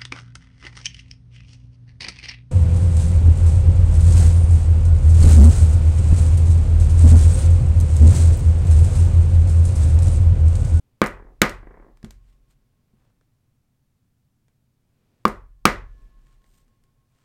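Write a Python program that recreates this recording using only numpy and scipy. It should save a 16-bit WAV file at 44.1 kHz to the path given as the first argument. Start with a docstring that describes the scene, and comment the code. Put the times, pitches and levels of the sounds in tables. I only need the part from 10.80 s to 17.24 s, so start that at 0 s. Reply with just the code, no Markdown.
"""A nylon-faced mallet drives a steel pricking iron into leather on a wooden bench: a setting blow, then
a hard one, twice over. The blows bounce the iron, ring and sway the bench and overload the close
microphone; the first two set a loose object chattering. Between the pairs the mallet is put down and
the iron is pulled out and moved along, with clicks and leather rubs; after the last it is worked loose
again. Behind it all: a small quiet workshop, with soft swells of arm rustle and bench rumble."""
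import sys
import numpy as np
from scipy import signal
from scipy.fft import rfft, irfft
from scipy.io import wavfile

SR = 44100
rng = np.random.default_rng(int(sys.argv[2]) if len(sys.argv) > 2 else 0)


def waveform_to_disk(signal):
    """Save audio, clipped to [-1, 1], as 16-bit WAV at the path in sys.argv[1]."""
    frames = np.transpose(np.atleast_2d(signal))
    scaled = np.clip(frames, -1, 1) * 32767
    samples = np.round(scaled).astype(np.int16)
    wavfile.write(sys.argv[1], SR, samples)


N = 284004
TIME_S = np.arange(N) / SR
AGE_S = TIME_S[:SR * 3 // 5]   # time since a contact
BANDS_HZ = 50 * 2 ** (np.arange(34) / 4)

# Spectra. Each row: frequency in Hz, relative density in dB.
ROOM_TONE_SPECTRUM = [(25, -6), (60, -10), (90, -6), (128, 0), (160, -11), (240, -12.5), (360, -25.5),
                      (600, -28.5), (1200, -33.5), (3000, -38), (8000, -40), (15500, -41.5)]
LOW_SWELL_SPECTRUM = [(60, -11.5), (220, 0), (450, -6), (1000, -16.5), (2400, -19), (6000, -27.5),
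                      (15000, -40.5)]
RUB_SPECTRUM = [(200, 0.5), (1200, 5), (3000, 3.5), (6000, -1), (8700, 2.5), (10500, -14), (14000, -4),
                (16000, -26)]
CLICK_SPECTRUM = [(60, -26.5), (200, -3.5), (600, -4), (1500, 2.5), (3000, -2.5), (6000, -1.5), (9200, -2),
                  (10800, -9.5), (14000, -10), (16000, -23.5)]
CHATTER_SPECTRUM = [(100, -25.5), (420, -16.5), (600, -25), (800, -25), (1200, -25), (1500, -31),
                    (1950, -27), (2500, -41), (4000, -60), (15000, -79.5)]
CRACK_SPECTRUM = [(300, -8), (1500, 3), (2500, 8), (4500, 1), (8000, -7), (15000, -14.5)]
TAIL_SPECTRUM = [(60, -14.5), (130, -6), (220, -4), (310, -6.5), (420, -3), (700, -10), (1250, -6.5),
                 (1600, -8.5), (2000, -7), (3000, -21), (5000, -22.5), (9000, -32), (13500, -36),
                 (16000, -49)]   # dense ring of bench and room

# Modes. Each row: frequency in Hz, relative level in dB, T60 in seconds.
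SWAY_MODES = [(28.4, -39.5, 2.1), (34.8, -44, 2.7), (43.6, -32, 1.3), (54.93, -46.5, .9), (66, -38, 0.66),
              (88, -37.5, 0.73), (113.5, -45, 0.93)]   # bench rocking on its legs
BENCH_MODES = [(122, -26, .13), (155, -21, 0.026), (215.6, -12.5, 0.16), (249, -25, 0.028),
               (335, -26.5, 0.15), (390, -20, 0.21), (486, -25.5, .14), (770, -21.5, .03)]   # bench top
TOOL_MODES = [(1078, -73, 5.9), (1726, -67.5, 2.1), (2900, -81.5, 1.0), (6160, -80, .9)]   # steel tools nearby
IRON_MODES = [(928, -30.5, 0.11), (1218, -24, 0.25), (1247, -27, 0.13), (1295.7, -30, 0.22),
              (1469, -24, .22), (1578, -31.5, 0.081), (1993, -31.5, 0.16), (1977, -30.5, 0.25),
              (2110, -31.5, .16), (2574, -29.5, .14), (2910, -32, .12), (3370, -32.5, 0.09)]   # hand-damped iron and mallet head

# Workshop decay. Each row: frequency in Hz, T60 in seconds.
ROOM_DECAY = [(80, .4), (200, .3), (500, .28), (1300, .3), (3000, .26), (8000, .21), (15000, .175)]
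# Soft low swells: arm rustle, and the bench's rumble lingering after the last blow.
# Each row: centre in seconds, half-width in seconds, level in dB.
LOW_SWELLS = [(.9, 1.6, -75), (4.35, .3, -72.5), (5.18, .22, -69), (5.75, .5, -75)]
# Slides on leather. Each row: peak in seconds, swell in seconds, level in dB, tilt in dB per octave.
SLIDES = [(1.52, .09, -74.5, -1), (1.722, .03, -70, 1), (2.26, 0.13, -77.5, -4.5), (5.23, .12, -80, 0.5),
          (5.52, 0.13, -72.5, -1.5), (5.775, .12, -72.5, 3), (6.41, .1, -73.5, -2)]
# Iron, mallet and finger contacts. Each row: start in seconds, level in dB, tilt in dB per octave.
LIGHT_CONTACTS = [(0.24, -29, 1), (.2620, -24.5, -1.5), (0.27, -35.5, 5), (0.695, -27, 0.5),
                  (1.172, -51.5, -3), (1.229, -43, -5), (1.246, -34.5, -3), (1.3076, -37, -0.5),
                  (2.411, -58.5, -6.5), (3.6825, -56.5, -4), (4.48, -31, 3.5), (5.4685, -57, -1.5),
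                  (5.642, -54.5, -5.5), (6.038, -57, -0.5)]
# Mallet head landing on the bench. Each row: start in seconds, level in dB, contact corner in Hz.
HEAD_BUMPS = [(1.2391, -22, 257.5), (1.257, -36, 328), (2.135, -45, 220)]
# Bounce runs of the loose object. Each row: first landing in seconds, first gap in seconds.
CHATTER_RUNS = [(.336, .032), (.828, .0415)]
# Mallet blows. Each row: start in seconds, force in dB, contact corner in Hz, teeth crack in dB,
# iron bounce in Hz, bounce level in dB, bounce T60 in seconds, sway in dB, tool ring in dB.
MALLET_BLOWS = [(0.2170, -1, 2498, -14, 1130, -3, 0.018, -3, -13),
                (0.6175, 2, 2860, -1, 2030, 8.5, 0.0075, 0, -3),
                (4.453, -7, 1237, -9, 1135, 2, 0.028, -4, -13.5),
                (4.854, 2.5, 1920, -0.5, 1242, 10.5, 0.013, 2.5, 3)]


def from_db(db):
    """Decibels to gain."""
    return 10 ** (np.asarray(db) / 20)


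def at_hz(points, hz):
    """Table lookup on a log-frequency axis."""
    known_hz, values = np.transpose(points)
    return np.interp(np.log(np.maximum(hz, 1)), np.log(known_hz), values)


def tilted(spectrum, db_per_oct):
    """Spectrum tilted about 3 kHz."""
    return [(hz, db + db_per_oct * np.log2(hz / 3000)) for hz, db in spectrum]


def add(track, start_s, sound):
    """Mix a sound into the track."""
    start = int(round(start_s * SR))
    track[start:start + len(sound)] += sound[:N - start]


def swell(peak_s, half_width_s):
    """Gaussian rise and fall."""
    return np.exp(-((TIME_S - peak_s) / half_width_s) ** 2)


def noise(spectrum):
    """Steady shaped noise."""
    gain = from_db(at_hz(spectrum, np.fft.rfftfreq(N, 1 / SR)))
    return irfft(rfft(rng.standard_normal(N)) * gain, N)


def butter(x, hz, kind):
    """Butterworth filter, 12 dB per octave."""
    return signal.sosfilt(signal.butter(2, hz, kind, fs=SR, output="sos"), x)


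def soften(x, corner_hz):
    """A soft contact cuts the treble."""
    return butter(x, min(corner_hz, SR / 3), "low")


def ring(modes, age_s=AGE_S):
    """Struck modes: decaying sines of alternating sign."""
    return sum((-1) ** k * from_db(db - 60 * age_s / t60_s) * np.sin(2 * np.pi * hz * age_s)
               for k, (hz, db, t60_s) in enumerate(modes))


def snap(t60_s):
    """Decaying white burst."""
    return rng.standard_normal(len(AGE_S)) * from_db(-60 * AGE_S / t60_s)


def coloured(x, spectrum):
    """Minimum-phase shaping: nothing precedes the attack."""
    size = 2 * len(x)
    gain = from_db(at_hz(spectrum, np.fft.rfftfreq(size, 1 / SR)))
    cepstrum = irfft(np.log(gain))
    cepstrum[1:len(x)] *= 2
    cepstrum[len(x) + 1:] = 0
    return irfft(rfft(x, size) * np.exp(rfft(cepstrum)))[:len(x)]


def background(tone_db=-67):
    """Room tone and soft low swells of arm rustle and lingering bench rumble."""
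    tone, low = noise(ROOM_TONE_SPECTRUM), noise(LOW_SWELL_SPECTRUM)
    swells = sum(from_db(db) * swell(centre_s, half_s) for centre_s, half_s, db in LOW_SWELLS)
    return from_db(tone_db) * tone / tone.std() + swells * low / low.std()


def room_bands(early_db=3, spacing_s=.0015, merge_s=.04):
    """Room decay, one row per quarter octave. Early treble reflections arrive singly, then merge."""
    white = rng.standard_normal((2, 2 * len(AGE_S)))
    edge = 2 ** (1 / 8)
    bands = np.array([butter(white[k % 2], [hz / edge, hz * edge], "band")[len(AGE_S):]
                      for k, hz in enumerate(BANDS_HZ)])
    early = np.interp(AGE_S / spacing_s, np.arange(1000), rng.standard_normal(1000))
    early *= np.exp(-AGE_S / merge_s)
    treble = BANDS_HZ[:, None] > 1500
    t60_s = at_hz(ROOM_DECAY, BANDS_HZ)[:, None]
    return bands * from_db(early_db * early * treble - 60 * AGE_S / t60_s)


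def leather_rubs(grain_db=3, release_ratio=.48):
    """Fibres catch and let go under sliding teeth and fingers; each slide swells, then stops."""
    out = np.zeros(N)
    for peak_s, swell_s, db, db_per_oct in SLIDES:
        catches = np.interp(TIME_S, np.linspace(0, N / SR, 2000), rng.standard_normal(2000))
        slide = swell(peak_s, np.where(TIME_S < peak_s, swell_s, release_ratio * swell_s))
        out += from_db(db + grain_db * catches) * slide * noise(tilted(RUB_SPECTRUM, db_per_oct))
    return out


def finger_ticks(count=5, span_s=(5.35, 6.35), level_db=-64, spread_db=2, db_per_oct=-2):
    """Fingers tick on the iron as they work it loose. Rows as in LIGHT_CONTACTS."""
    return [(np.interp(when, [0, 1], span_s), level_db + spread_db * (2 * strength - 1), db_per_oct)
            for when, strength in rng.random((count, 2))]


def clicks(room, direct_db=1, t60_s=.014, room_db=-19):
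    """Light contacts, each with a little room after it."""
    out = np.zeros(N)
    for start_s, db, db_per_oct in LIGHT_CONTACTS + finger_ticks():
        touch = from_db(direct_db) * snap(t60_s) + from_db(room_db) * room.sum(axis=0)
        add(out, start_s, from_db(db) * coloured(touch, tilted(CLICK_SPECTRUM, db_per_oct)))
    return out


def bench_sway(onset_s=.036):
    """The heavy bench takes a moment to start rocking."""
    return ring(SWAY_MODES, TIME_S) * (1 - np.exp(-TIME_S / onset_s))


def mallet_bumps(room, head_hz=190, head_db=-1, head_t60_s=.038, room_db=1, sway_db=13):
    """Put down, the soft face wakes only the low bench modes and rocks the bench a little."""
    out = np.zeros(N)
    tail = from_db(room_db + at_hz(TAIL_SPECTRUM, BANDS_HZ)) @ room
    body = ring(BENCH_MODES) + ring([(head_hz, head_db, head_t60_s)]) + tail
    for start_s, db, corner_hz in HEAD_BUMPS:
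        add(out, start_s, from_db(db) * soften(body, corner_hz))
        add(out, start_s, from_db(db + sway_db) * bench_sway())
    return out


def chatter(room, level_db=-1, t60_s=.019, onset_s=.0013, room_db=-16):
    """A loose object settles on the shaken bench: knocks ever faster, weaker and duller."""
    restitution, weak_gap_s, rest_gap_s = .9, .019, .011
    corner_hz_per_s = 68000   # shorter hops land more softly
    out = np.zeros(N)
    onset = 1 - np.exp(-AGE_S / onset_s)
    for landing_s, gap_s in CHATTER_RUNS:
        while gap_s > rest_gap_s:
            touch = (snap(t60_s) + from_db(room_db) * room.sum(axis=0)) * onset
            knock = soften(coloured(touch, CHATTER_SPECTRUM), corner_hz_per_s * gap_s)
            strength = from_db(level_db) / (1 + (weak_gap_s / gap_s) ** 4)
            add(out, landing_s, strength * knock)
            landing_s += gap_s
            gap_s *= restitution
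    return out


def tool_ring(beat_hz=6.98, twin_db=-1):
    """Nearby steel rings on; its lowest mode beats against a close twin."""
    hz, db, t60_s = TOOL_MODES[0]
    return ring(TOOL_MODES, TIME_S) - ring([(hz + beat_hz, db + twin_db, t60_s)], TIME_S)


def overload_thump(level_db=-23, pulse_s=.004, recover_hz=25):
    """One deep pulse under each blow as the overloaded microphone recovers."""
    pulse = -from_db(level_db) * np.sin(np.pi * np.minimum(AGE_S / pulse_s, 1)) ** 2
    return butter(pulse, recover_hz, "high")


def bench_top(force_db, push_db=2, push_s=.0012, ring_db=-3.5, radiate_hz=85):
    """A push that follows the force, plus a ring that does not. The board radiates little deep bass."""
    push = np.sin(np.pi * np.minimum(AGE_S / push_s, 2)) * np.exp(-AGE_S / push_s / 2)
    board = from_db(push_db + force_db) * push + from_db(ring_db) * ring(BENCH_MODES)
    return butter(board, radiate_hz, "high")


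def iron_bounce(hz, db, t60_s, contact_s=.0045):
    """The iron bounces on the leather only while the mallet presses on it."""
    pressed = 1 / (1 + (AGE_S / contact_s) ** 10)
    return pressed * ring([(hz, db, t60_s)])


def excitation(hz, corner_hz, teeth_db, bounce_hz, hump_db, width_hz=190):
    """A blow's gain per frequency: dull thud, crack above it, hump around the bounce."""
    thud_power = 1 / (1 + (hz / corner_hz) ** 6)
    crack_power = (1 - thud_power) * from_db(teeth_db) ** 2
    hump = from_db(hump_db) / (1 + ((hz - bounce_hz) / width_hz) ** 2)
    return np.sqrt(thud_power + crack_power + hump ** 2)


def iron_ring(contact, level_db=-2):
    """Iron and mallet head ring briefly, each mode as hard as the contact drives it."""
    return ring([(hz, db + level_db + 20 * np.log10(excitation(hz, *contact)), t60_s)
                 for hz, db, t60_s in IRON_MODES])


def blow_tail(room, contact, force_db, level_db=-.5, force_share=.7, onset_s=.003):
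    """Dense ring of bench and room; grows less than the force."""
    band_db = level_db + force_share * force_db + at_hz(TAIL_SPECTRUM, BANDS_HZ)
    drive = excitation(BANDS_HZ, *contact) * from_db(band_db)
    return (drive @ room) * (1 - np.exp(-AGE_S / onset_s))


def mallet_blows(room, crack_db=4, crack_t60_s=.012, feed_db=-15):
    """The mallet pushes the bench top and bounces the iron; on hard blows the teeth crack through."""
    out, sway, tools = np.zeros(N), bench_sway(), tool_ring()
    for (start_s, force_db, corner_hz, teeth_db,
         bounce_hz, bounce_db, bounce_t60_s, sway_db, tools_db) in MALLET_BLOWS:
        bounce = soften(iron_bounce(bounce_hz, bounce_db, bounce_t60_s), 2 * corner_hz)
        crack = from_db(crack_db + teeth_db) * coloured(snap(crack_t60_s), CRACK_SPECTRUM)
        # a longer bounce feeds more into the ring and the room
        hump_db = feed_db + bounce_db - force_db + 20 * np.log10(bounce_t60_s / crack_t60_s)
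        contact = corner_hz, teeth_db, bounce_hz, hump_db
        impact = from_db(force_db) * (overload_thump() + crack + iron_ring(contact))
        add(out, start_s, bench_top(force_db) + bounce + impact + blow_tail(room, contact, force_db))
        add(out, start_s, from_db(sway_db) * sway + from_db(tools_db) * tools)
    return out


def scene():
    """All sources in one workshop, mono."""
    room = room_bands()
    contacts = mallet_blows(room) + chatter(room) + clicks(room) + mallet_bumps(room)
    return (contacts + leather_rubs() + background())[None]


def record(dry):
    """The input clips flat on the blows; a steep low-pass cuts the top."""
    ceiling, cutoff_hz = .9, 16400
    lowpass = signal.ellip(10, .1, 80, cutoff_hz, fs=SR, output="sos")
    return signal.sosfilt(lowpass, np.clip(dry, -ceiling, ceiling))


dry = scene()
out = record(dry)
waveform_to_disk(out)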